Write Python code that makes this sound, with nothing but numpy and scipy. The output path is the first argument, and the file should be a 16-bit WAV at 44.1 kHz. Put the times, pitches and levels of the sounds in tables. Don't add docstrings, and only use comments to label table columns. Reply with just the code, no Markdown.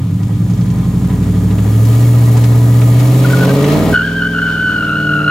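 import sys
import numpy as np
from scipy import signal
from scipy.fft import rfft, irfft
from scipy.io import wavfile
from scipy.ndimage import uniform_filter1d, minimum_filter1d

SR = 44100
rng = np.random.default_rng(int(sys.argv[2]) if len(sys.argv) > 2 else 0)


def wrap_up_sound(samples):
    columns = np.atleast_2d(samples).T
    tamed = np.clip(columns, -1, 1)
    steps = np.round(tamed * 32767).astype(np.int16)
    wavfile.write(sys.argv[1], SR, steps)


N = 233994
T = np.arange(N) / SR
HZ = np.fft.rfftfreq(N, 1 / SR)


def gain_of(db):
    return 10 ** (np.asarray(db) / 20)


def unit_rms(x):
    return x / np.sqrt(np.mean(abs(x) ** 2) + 1e-20)


def follow(table, t=T):
    times, *columns = np.transpose(table)
    return [np.interp(t, times, column) for column in columns]


def ramp(start_s, length_s, t=T):
    return np.clip((t - start_s) / length_s, 0, 1)


def arch(middle_s, length_s):
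    return np.sqrt(np.maximum(1 - (2 * (T - middle_s) / length_s) ** 2, 0))


def curve_db(points, hz):
    freqs, db = np.transpose(points)
    return np.interp(np.log(hz + 1), np.log(freqs + 1), db)


def resonance_db(resonances, hz):
    return sum(db / (1 + (2 * (hz - centre) / width) ** 2) for centre, width, db in resonances)


def wander(rate_hz, t=T):
    knots = np.arange(-1, 7, 1 / 1000)
    noise = rng.standard_normal((len(knots), 2)) @ [1, 1j]
    rolloff = 1 + (np.fft.fftfreq(len(knots), 1 / 1000) / rate_hz) ** 2
    return np.interp(t, knots, unit_rms(np.fft.ifft(np.fft.fft(noise) / rolloff)))


def add(mix, start_s, sound):
    part = mix[round(start_s * SR):][:len(sound)]
    part += sound[:len(part)]


def stereo_noise(spectrum_db, band_hz, correlation):
    mid, side = rfft(rng.standard_normal((2, N))) * gain_of(spectrum_db)
    band_rms = np.std(irfft(mid * (HZ > band_hz[0]) * (HZ < band_hz[1]), N))
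    side = side * np.sqrt((1 - correlation) / (1 + correlation))
    return irfft(np.array([mid + side, mid - side]), N) / band_rms


def pan(x, lead_s, balance_db):
    left = np.exp(1j * np.pi * HZ * lead_s) * gain_of(balance_db / 2)
    return irfft(rfft(x) * np.array([left, 1 / left]), N)


# (time [s], firing rate [Hz])
REVS = [(0.0, 71.2), (0.2, 77.3), (0.4, 83.2), (0.6, 88.4), (0.78, 92.8), (1.05, 96.0), (1.3, 100.7),
        (1.6, 104.2), (1.8, 111.4), (2.05, 118.8), (2.41, 117.6), (2.9, 119.4), (3.15, 127.3), (3.4, 129.0),
        (3.55, 137.0), (3.68, 145.4), (3.82, 156.4), (3.95, 161.7), (4.12, 167.6), (4.34, 170.5),
        (4.5, 165.0), (4.71, 155.8), (4.9, 153.1), (5.1, 150.3), (5.31, 150.2)]
FLOOR_IT, LIFT_OFF = (3, 0.43), (3.935, 0.017)


def firing_hz(t=T):
    return follow(REVS, t)[0]


def cycles():
    return 0.078 + np.cumsum(firing_hz()) / 8 / SR


def pull(t=T):
    return np.clip((firing_hz(t) - 100) / 18, 0, 1)


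def yard_echo(x, t60=1.0, taps_per_s=2000):
    t = np.arange(SR // 2) / SR
    taps = rng.standard_normal((2, len(t))) * (rng.random((2, len(t))) < taps_per_s / SR)
    taps *= gain_of(-60 * t / t60) * (t > .006)
    taps /= np.linalg.norm(taps, axis=1, keepdims=True)
    return signal.fftconvolve(x, taps, axes=1)[:, :N]


def belt_whine(peak_s=0.85, peak_db=-39.5, fade_db_per_s=53, order=90):
    phase = 2 * np.pi * order * cycles() + 0.23 * wander(15).real
    return gain_of(peak_db - fade_db_per_s * abs(T - peak_s)) * np.sin(phase)


# (frequency [Hz], level [dB])
GAS_EQ = [(30, -21), (70, -1), (150, 11.5), (300, 6), (450, 3), (600, -0.5), (800, -0.5), (1200, -7.5),
          (1700, -7.5), (2400, -18), (3500, -50)]
# (frequency [Hz], width [Hz], boost [dB])
LOAD_HOLLOWS = [(299, 66, 3), (438, 37, 3), (525, 81, 2.5), (650, 30, 4.5), (780, 45, 3), (900, 25, 4),
                (993, 26, 11), (1090, 70, -3), (1210, 42, 11), (1268, 30, 7), (1530, 130, -5),
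                (1680, 70, 3), (1912, 42, 9), (2060, 90, -3), (2215, 110, 7), (3350, 200, 2),
                (3940, 140, 3.5), (4220, 140, 5)]


def gas_rush(level_db=-31, full_at_hz=150, db_per_octave=16, lift_off_db=-18, flicker_db=2.0):
    angle = 2 * np.pi * cycles()
    puffs = unit_rms(1 + 0.22 * np.cos(8 * angle) + 0.14 * np.cos(angle) + 0.041 * np.cos(3 * angle))
    colour = curve_db(GAS_EQ, HZ) + resonance_db(LOAD_HOLLOWS, HZ)
    rush = stereo_noise(colour, band_hz=(750, 1150), correlation=0.55)
    octaves = np.minimum(np.log2(firing_hz() / full_at_hz), 0)
    db = level_db + db_per_octave * octaves + lift_off_db * ramp(*LIFT_OFF)
    return rush * puffs * gain_of(db + flicker_db * wander(20).real)


# (time [s], scrub level before trim [dB], spray level [dB])
TYRE_FADERS = [(0, -49.5, -48), (.65, -47, -44), (1.55, -46, -40.5), (1.95, -37, -35.5), (2.7, -39, -36.5),
               (3.45, -26.5, -31.5), (3.93, -31.5, -37), (3.98, -39.5, -45.5), (5.31, -43.5, -47)]
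# (frequency [Hz], level [dB])
SCRUB_EQ = [(600, -3), (1200, 7.5), (1500, 3), (2200, 4), (3000, 4.5), (4100, 0), (5200, -1.5),
            (9000, -12.5)]
# (frequency [Hz], width [Hz], boost [dB])
BODY_PANELS = [(930, 60, 4), (1060, 70, 5), (1220, 50, 3), (1440, 90, 4), (1750, 450, -4), (1900, 70, 2),
               (2300, 160, 3), (3240, 90, 6), (3600, 130, 4), (4180, 150, 3)]


def tyre_scrub(trim_db=-5.5, flicker_db=1.5):
    colour, band_hz = curve_db(SCRUB_EQ, HZ), (1900, 2600)
    hollow = stereo_noise(colour + resonance_db(LOAD_HOLLOWS, HZ), band_hz, correlation=0.42)
    panels = stereo_noise(colour + resonance_db(BODY_PANELS, HZ), band_hz, correlation=0.42)
    driven = pull() * (1 - ramp(*LIFT_OFF))
    rush = np.sqrt(driven) * hollow + np.sqrt(1 - driven) * panels
    patter = unit_rms(1 + 0.021 * np.cos(2 * np.pi * 4 * cycles()))
    db = follow(TYRE_FADERS)[0] + trim_db + flicker_db * wander(8).real
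    return pan(rush, lead_s=2e-5, balance_db=2.5) * patter * gain_of(db)


# (frequency [Hz], level [dB])
SPRAY_EQ = [(1500, -20), (3000, -6), (4200, 0), (5300, -1.5), (7000, 5.5), (8500, 1), (16000, 1.5)]
# (frequency [Hz], level [dB])
MIST_EQ = [(7000, -30), (10000, -3), (15000, 0)]


def water_spray(mist_from_db=-42, mist_share=.7, flicker_db=1.75):
    db, band_hz = follow(TYRE_FADERS)[1], (5000, 16000)
    drops = stereo_noise(curve_db(SPRAY_EQ, HZ), band_hz, correlation=.8)
    mist = stereo_noise(curve_db(MIST_EQ, HZ), band_hz, correlation=.8)
    misting = np.clip((db - mist_from_db) / 5, 0, 1)
    hiss = pan(drops + mist_share * misting * mist, lead_s=2.2e-5, balance_db=.3)
    return hiss * gain_of(db + flicker_db * wander(150).real)


# (time [s], relative level [dB], brightness [0-1])
GRIT_HITS = [(.09, -44, 0.4), (0.229, -35.5, 0.4), (.498, -34, 0.9), (.532, -37, 0.8), (.572, -35.5, 0.8),
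             (0.609, -31, 0.8), (.655, -39, 0.8), (.70, -37, 1), (0.784, -34, .15), (1.042, -35, 0.05),
             (1.098, -31, 0), (1.227, -32, 0.1), (1.505, -29.5, 0.07), (1.583, -29, 0), (1.85, -29, 1),
             (2.025, -32, 0.4), (2.367, -22, 0.7), (2.436, -23.5, 0.4), (2.812, -23.5, 0.2),
             (2.996, -23.5, 0.56), (3.641, -15, 0.13)]
# (frequency [Hz], level [dB])
STONE_EQ = [(300, -21), (1200, 14), (2500, 11), (3800, 7.5), (6000, -27), (12000, -32)]
WATER_EQ = [(500, 12), (1500, -2), (3500, -1), (6500, 4), (8000, -1), (12000, -41)]


def grit(t60=0.052, attack_s=0.0059, trim_db=6.5):
    t = np.arange(SR // 8) / SR
    stone_envelope, water_envelope = np.zeros((2, N))
    for start_s, db, brightness in GRIT_HITS:
        burst = gain_of(db - 60 * t / t60) * (1 - np.exp(-t / attack_s))
        add(stone_envelope, start_s, np.sqrt(1 - brightness) * burst)
        add(water_envelope, start_s, np.sqrt(brightness) * burst)
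    stones = stereo_noise(curve_db(STONE_EQ, HZ), band_hz=(500, 16000), correlation=0.6)
    water = stereo_noise(curve_db(WATER_EQ, HZ), band_hz=(500, 16000), correlation=0.28)
    grains = unit_rms(gain_of(3.5 * wander(250).real))
    return (stones * stone_envelope + water * water_envelope) * grains * gain_of(trim_db)


# (order [multiple of the cycle rate], lugging [dB], pulling hard [dB], floored [dB], eased off [dB])
ORDER_VOICING = [(3, -20, -1, -7, -4), (4, -11, -38, -36, -22), (5, -3, -1, -1, 1), (6, -12, -23, -10, 1),
                 (7, -24, -10, 0, 3), (8, 0, 0, 0, 0), (9, -4, 2, 0, -3), (10, 5, 6, -1, 11),
                 (11, 8, 0, 14, 17), (12, -1, -1, 0, 3), (13, 5, -1, 12, 10), (14, 10, 7, -5, 3),
                 (15, 9, 1, 3, 3), (16, 8, 3, 11, 15), (17, 8, -1, 8, 0), (18, -2, 2, 0, -2),
                 (19, 9, 6, 10, 4), (20, 4, -3, -6, 7), (21, -4, -2, 5, 2), (22, 4, 0, -7, -4),
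                 (23, 4, 1, 1, 1), (24, -2, 0, 7, 5), (25, -3, 2, 4, -2), (26, -3, -4, 1, 0),
                 (27, 0, -12, 3, 1), (28, -5, -18, -5, -4), (29, 6, -2, -3, -2), (30, -2, -4, -7, -3),
                 (31, -6, -6, -5, -1), (32, -6, -6, 6, 0), (33, -5, -8, 2, -7), (34, -4, -1, -4, -4),
                 (35, -5, -5, 2, 1), (36, -16, -5, -16, -13), (37, -10, -12, -5, -6), (38, -11, -7, -8, -6),
                 (39, -10, -15, -10, -9), (40, -12, -12, -6, -4), (41, -12, -6, -13, -18),
                 (42, -15, -3, -12, -14), (43, -16, -9, -2, -14), (44, -17, -7, -15, -8),
                 (45, -17, -7, -8, -10), (46, -20, -7, -8, -12)]


def voicing_db(orders, t):
    pulling, floored, eased = pull(t), ramp(*FLOOR_IT, t), ramp(*LIFT_OFF, t)
    states = np.array([1 - pulling, pulling * (1 - floored), floored * (1 - eased), eased])
    listed = np.array(ORDER_VOICING)[:, 1:] @ states
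    high = orders[len(ORDER_VOICING):]
    base_db = (-22, -14, -14, -20) @ states
    db_per_octave = (-18, -6, -6, -12) @ states
    favour_db = ((4, 3, 6, 6) @ states) * np.isin(high % 8, (0, 3, 5))
    return np.vstack([listed, base_db + db_per_octave * np.log2(high / high[0]) + favour_db])


# (frequency [Hz], width [Hz], boost [dB])
PIPE_MODES = [(63.3, 23, 20), (108.4, 61.2, 21.5), (179.4, 17.9, 14), (207.4, 41, 6.5), (237.4, 11, 6.5),
              (274.2, 24.5, 12.5), (298.7, 26, 11), (336, 13, -10.5), (380, 22, -1.8), (426.8, 41, 15.5),
              (554, 32, 10.5), (649.6, 33, 9.5), (796, 24, 4)]


def pipe_response(hz, firing, upper_from_hz=200):
    upper_share = curve_db([(80, .55), (112, 1)], firing)
    ringing = 1 - (1 - upper_share) * np.clip((hz - upper_from_hz) / 10 + .5, 0, 1)
    response = sum(db / (1 + 2j * (hz - centre) / width) for centre, width, db in PIPE_MODES)
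    return resonance_db(PIPE_MODES, hz) * ringing, np.log(10) / 20 * response.imag


HARD_FIRINGS = [(.02, .55), (.39, .4)]


def lope(width_cycles=.1):
    chugs = sum(strength * np.exp(-(((cycles() - place + .5) % 1 - .5) / width_cycles) ** 2)
                for place, strength in HARD_FIRINGS)
    swell = 1 + np.interp(firing_hz(), (80, 91, 96, 105), (0, 1, 1, 0)) * chugs
    return swell / np.sqrt(uniform_filter1d(swell ** 2, size=8000))


CYLINDER_PULSES = [(.85, .06), (.44, .05), (.67, .13), (.84, .11), (.59, -.22), (.65, .13), (.59, -.18),
                   (.48, .12)]
# (time [s], level [dB], tilt above order 12 [dB/octave])
THROTTLE_DRIVE = [(0.0, -47.5, 4), (0.6, -42, 0), (1.3, -42.7, -.7), (2.8, -42.5, 0.3), (3.0, -40.5, 2),
                  (3.38, -43.5, 5), (3.46, -41.5, 7), (3.7, -40, 5.5), (3.9, -38, 1.2), (4.5, -39.5, 0),
                  (4.8, -38.5, 2), (5.3, -40.5, 6.5)]
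# (firing rate [Hz], level [dB])
FIRING_BOOM = [(75, -51), (84, -46), (93, -24.5), (100, -13), (111, -4.5), (122, -3.5), (136, -6),
               (150, -7.5), (155, -16.5), (167, -10)]


def exhaust(top_order=72, lift_off_db=-12.5, boom_lift_off_db=-8.5):
    t = np.arange(0, T[-1] + .01, 1 / 200)
    orders = np.arange(ORDER_VOICING[0][0], top_order + 1)[:, None]
    firing, eased = firing_hz(t), ramp(*LIFT_OFF, t)
    drive_db, tilt = follow(THROTTLE_DRIVE, t)
    bite_db = tilt * np.log2(np.maximum(orders / 12, 1))
    pipe_db, pipe_phase = pipe_response(orders * firing / 8, firing)
    levels_db = voicing_db(orders, t) + drive_db + lift_off_db * eased + bite_db + pipe_db
    boom_db = curve_db(FIRING_BOOM, firing) + boom_lift_off_db * eased
    levels_db = np.where(orders == 8, boom_db, levels_db)
    strength, lateness = np.transpose(CYLINDER_PULSES)
    pulses = np.exp(-2j * np.pi * orders * (np.arange(8) + lateness) / 8) @ strength
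    phases = np.angle(pulses)[:, None] + pipe_phase
    roughness = np.interp(ramp(*FLOOR_IT, t) + eased, (0, 1, 2), (.09, .08, .05))
    angle, roar = 2 * np.pi * cycles(), np.zeros(N)
    for order, db, phase in zip(orders[:, 0], levels_db, phases):
        jitter = roughness * (.4 if order == 8 else (order / 16) ** .7)
        envelope = gain_of(db) * np.exp(1j * phase) * (np.sqrt(1 - jitter ** 2) + jitter * wander(5.8, t))
        roar += (np.interp(T, t, envelope) * np.exp(1j * order * angle)).real
    return pan(roar * lope(), lead_s=5e-6, balance_db=-.5)


# (time [s], length [s], pitch [Hz], level [dB])
RUBBER_BITES = [(3.243, 0.02, 1436, -14), (3.289, 0.042, 1496, -24), (3.329, 0.022, 1468, -8.5),
                (3.36, 0.044, 1454, -26), (3.397, 0.022, 1480, -16), (3.409, 0.043, 1474, -11.5),
                (3.48, 0.044, 1550, -21)]


def tyre_chirps(roughness=.3):
    chirps = np.zeros(N)
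    for start_s, length_s, hz, db in RUBBER_BITES:
        t = np.arange(round(length_s * SR)) / SR
        scuff = (1 + roughness * wander(90, t)) * np.exp(2j * np.pi * hz * t)
        add(chirps, start_s, gain_of(db) * signal.windows.tukey(len(t), .8) * scuff.real)
    return chirps


# (centre time [s], length [s], boost [dB], pitch drop [Hz])
TREAD_GRABS = [(3.955, .055, 11, 75), (4.005, .06, 3, 78), (4.237, .085, 2.5, 32), (4.372, .075, 0, 50),
               (4.392, .016, 4, 0), (4.412, .014, -7, 0), (4.427, .016, 6, 0), (4.485, .06, 2, 8),
               (4.84, .05, 0, 0), (4.9, .08, 0, 28), (4.96, .04, 0, 0), (5.19, .09, -1, 10),
               (5.29, .04, 5.5, 0)]
# (centre time [s], length [s], calm [0-1], pitch rise [Hz], boost [dB])
EVEN_SLIDES = [(4.06, .06, .4, 20, 0), (4.12, .08, .1, -15, -5), (4.175, .05, .3, 18, 0),
               (4.308, .055, .75, 20, -6), (4.545, .04, .3, 0, 0), (4.665, .15, .3, 0, 2.5),
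               (5.045, .07, .7, 8, -1)]


def grip(start_s, start_hz=1592, sag_hz_per_s=116, swell_db_per_s=2.5):
    hz = start_hz - sag_hz_per_s * (T - start_s)
    db = -15 - swell_db_per_s * (5.5 - T)
    stutter = .72 + .25 * wander(22).real
    for centre_s, length_s, boost_db, drop_hz in TREAD_GRABS:
        grab = arch(centre_s, length_s)
        hz -= drop_hz * grab
        db += boost_db * grab
        stutter += .25 * grab
    for centre_s, length_s, calm, rise_hz, boost_db in EVEN_SLIDES:
        slide = arch(centre_s, length_s)
        hz += rise_hz * slide
        db += boost_db * slide
        stutter *= 1 - calm * slide
    return hz, db, np.clip(stutter, 0, 1.2)


def tyre_squeal(start_s=3.92, attack_s=0.024, beat_hz=67, harsh_db_per_s=1.2):
    hz, db, stutter = grip(start_s)
    tread_phase = 2 * np.pi * np.cumsum(firing_hz() / 2 + 10 * wander(11.4).real) / SR
    downshift = np.exp(-2j * np.pi * np.cumsum(beat_hz + 22 * wander(30).real) / SR)
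    shake = np.exp(0.42j * stutter * np.cos(tread_phase))
    lower_slip = (.8 + .55 * wander(74)) * downshift
    noise_skirt = 2 * gain_of(-17) * wander(210)
    flutter = shake + stutter * (lower_slip + noise_skirt)
    flutter /= np.sqrt(uniform_filter1d(abs(flutter) ** 2, size=1500))
    note = flutter * np.exp(2j * np.pi * np.cumsum(hz + 6 * wander(20.4).real) / SR)
    second = gain_of(-17) * note ** 2 / np.sqrt(abs(note) + .1) * (1 + 0.24 * stutter * downshift)
    third = gain_of(-30) * note ** 3 * downshift ** 2 / (abs(note) + 0.22)
    heat = gain_of(harsh_db_per_s * np.maximum(T - start_s, 0))
    tone = note + (second + third) * heat
    return np.sqrt(2) * tone.real * gain_of(db) * ramp(start_s, attack_s)


def scene():
    tyres = pan(tyre_squeal() + tyre_chirps(), lead_s=5e-5, balance_db=1.0) + grit()
    engine = exhaust()
    echoes = gain_of(-9.5) * yard_echo(tyres) + gain_of(-25) * yard_echo(engine)
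    bed = belt_whine() + gas_rush() + tyre_scrub() + water_spray()
    return bed + echoes + engine + tyres


def record(dry):
    ceiling, cutoff_hz = .95, 15900
    gain = ceiling / np.maximum(abs(dry).max(0), ceiling)
    limited = dry * uniform_filter1d(minimum_filter1d(gain, size=301), size=301)
    lowpass = signal.firwin(511, cutoff_hz, window=("kaiser", 9), fs=SR)
    return signal.oaconvolve(limited, lowpass[None], "same")


dry = scene()
out = record(dry)
wrap_up_sound(out)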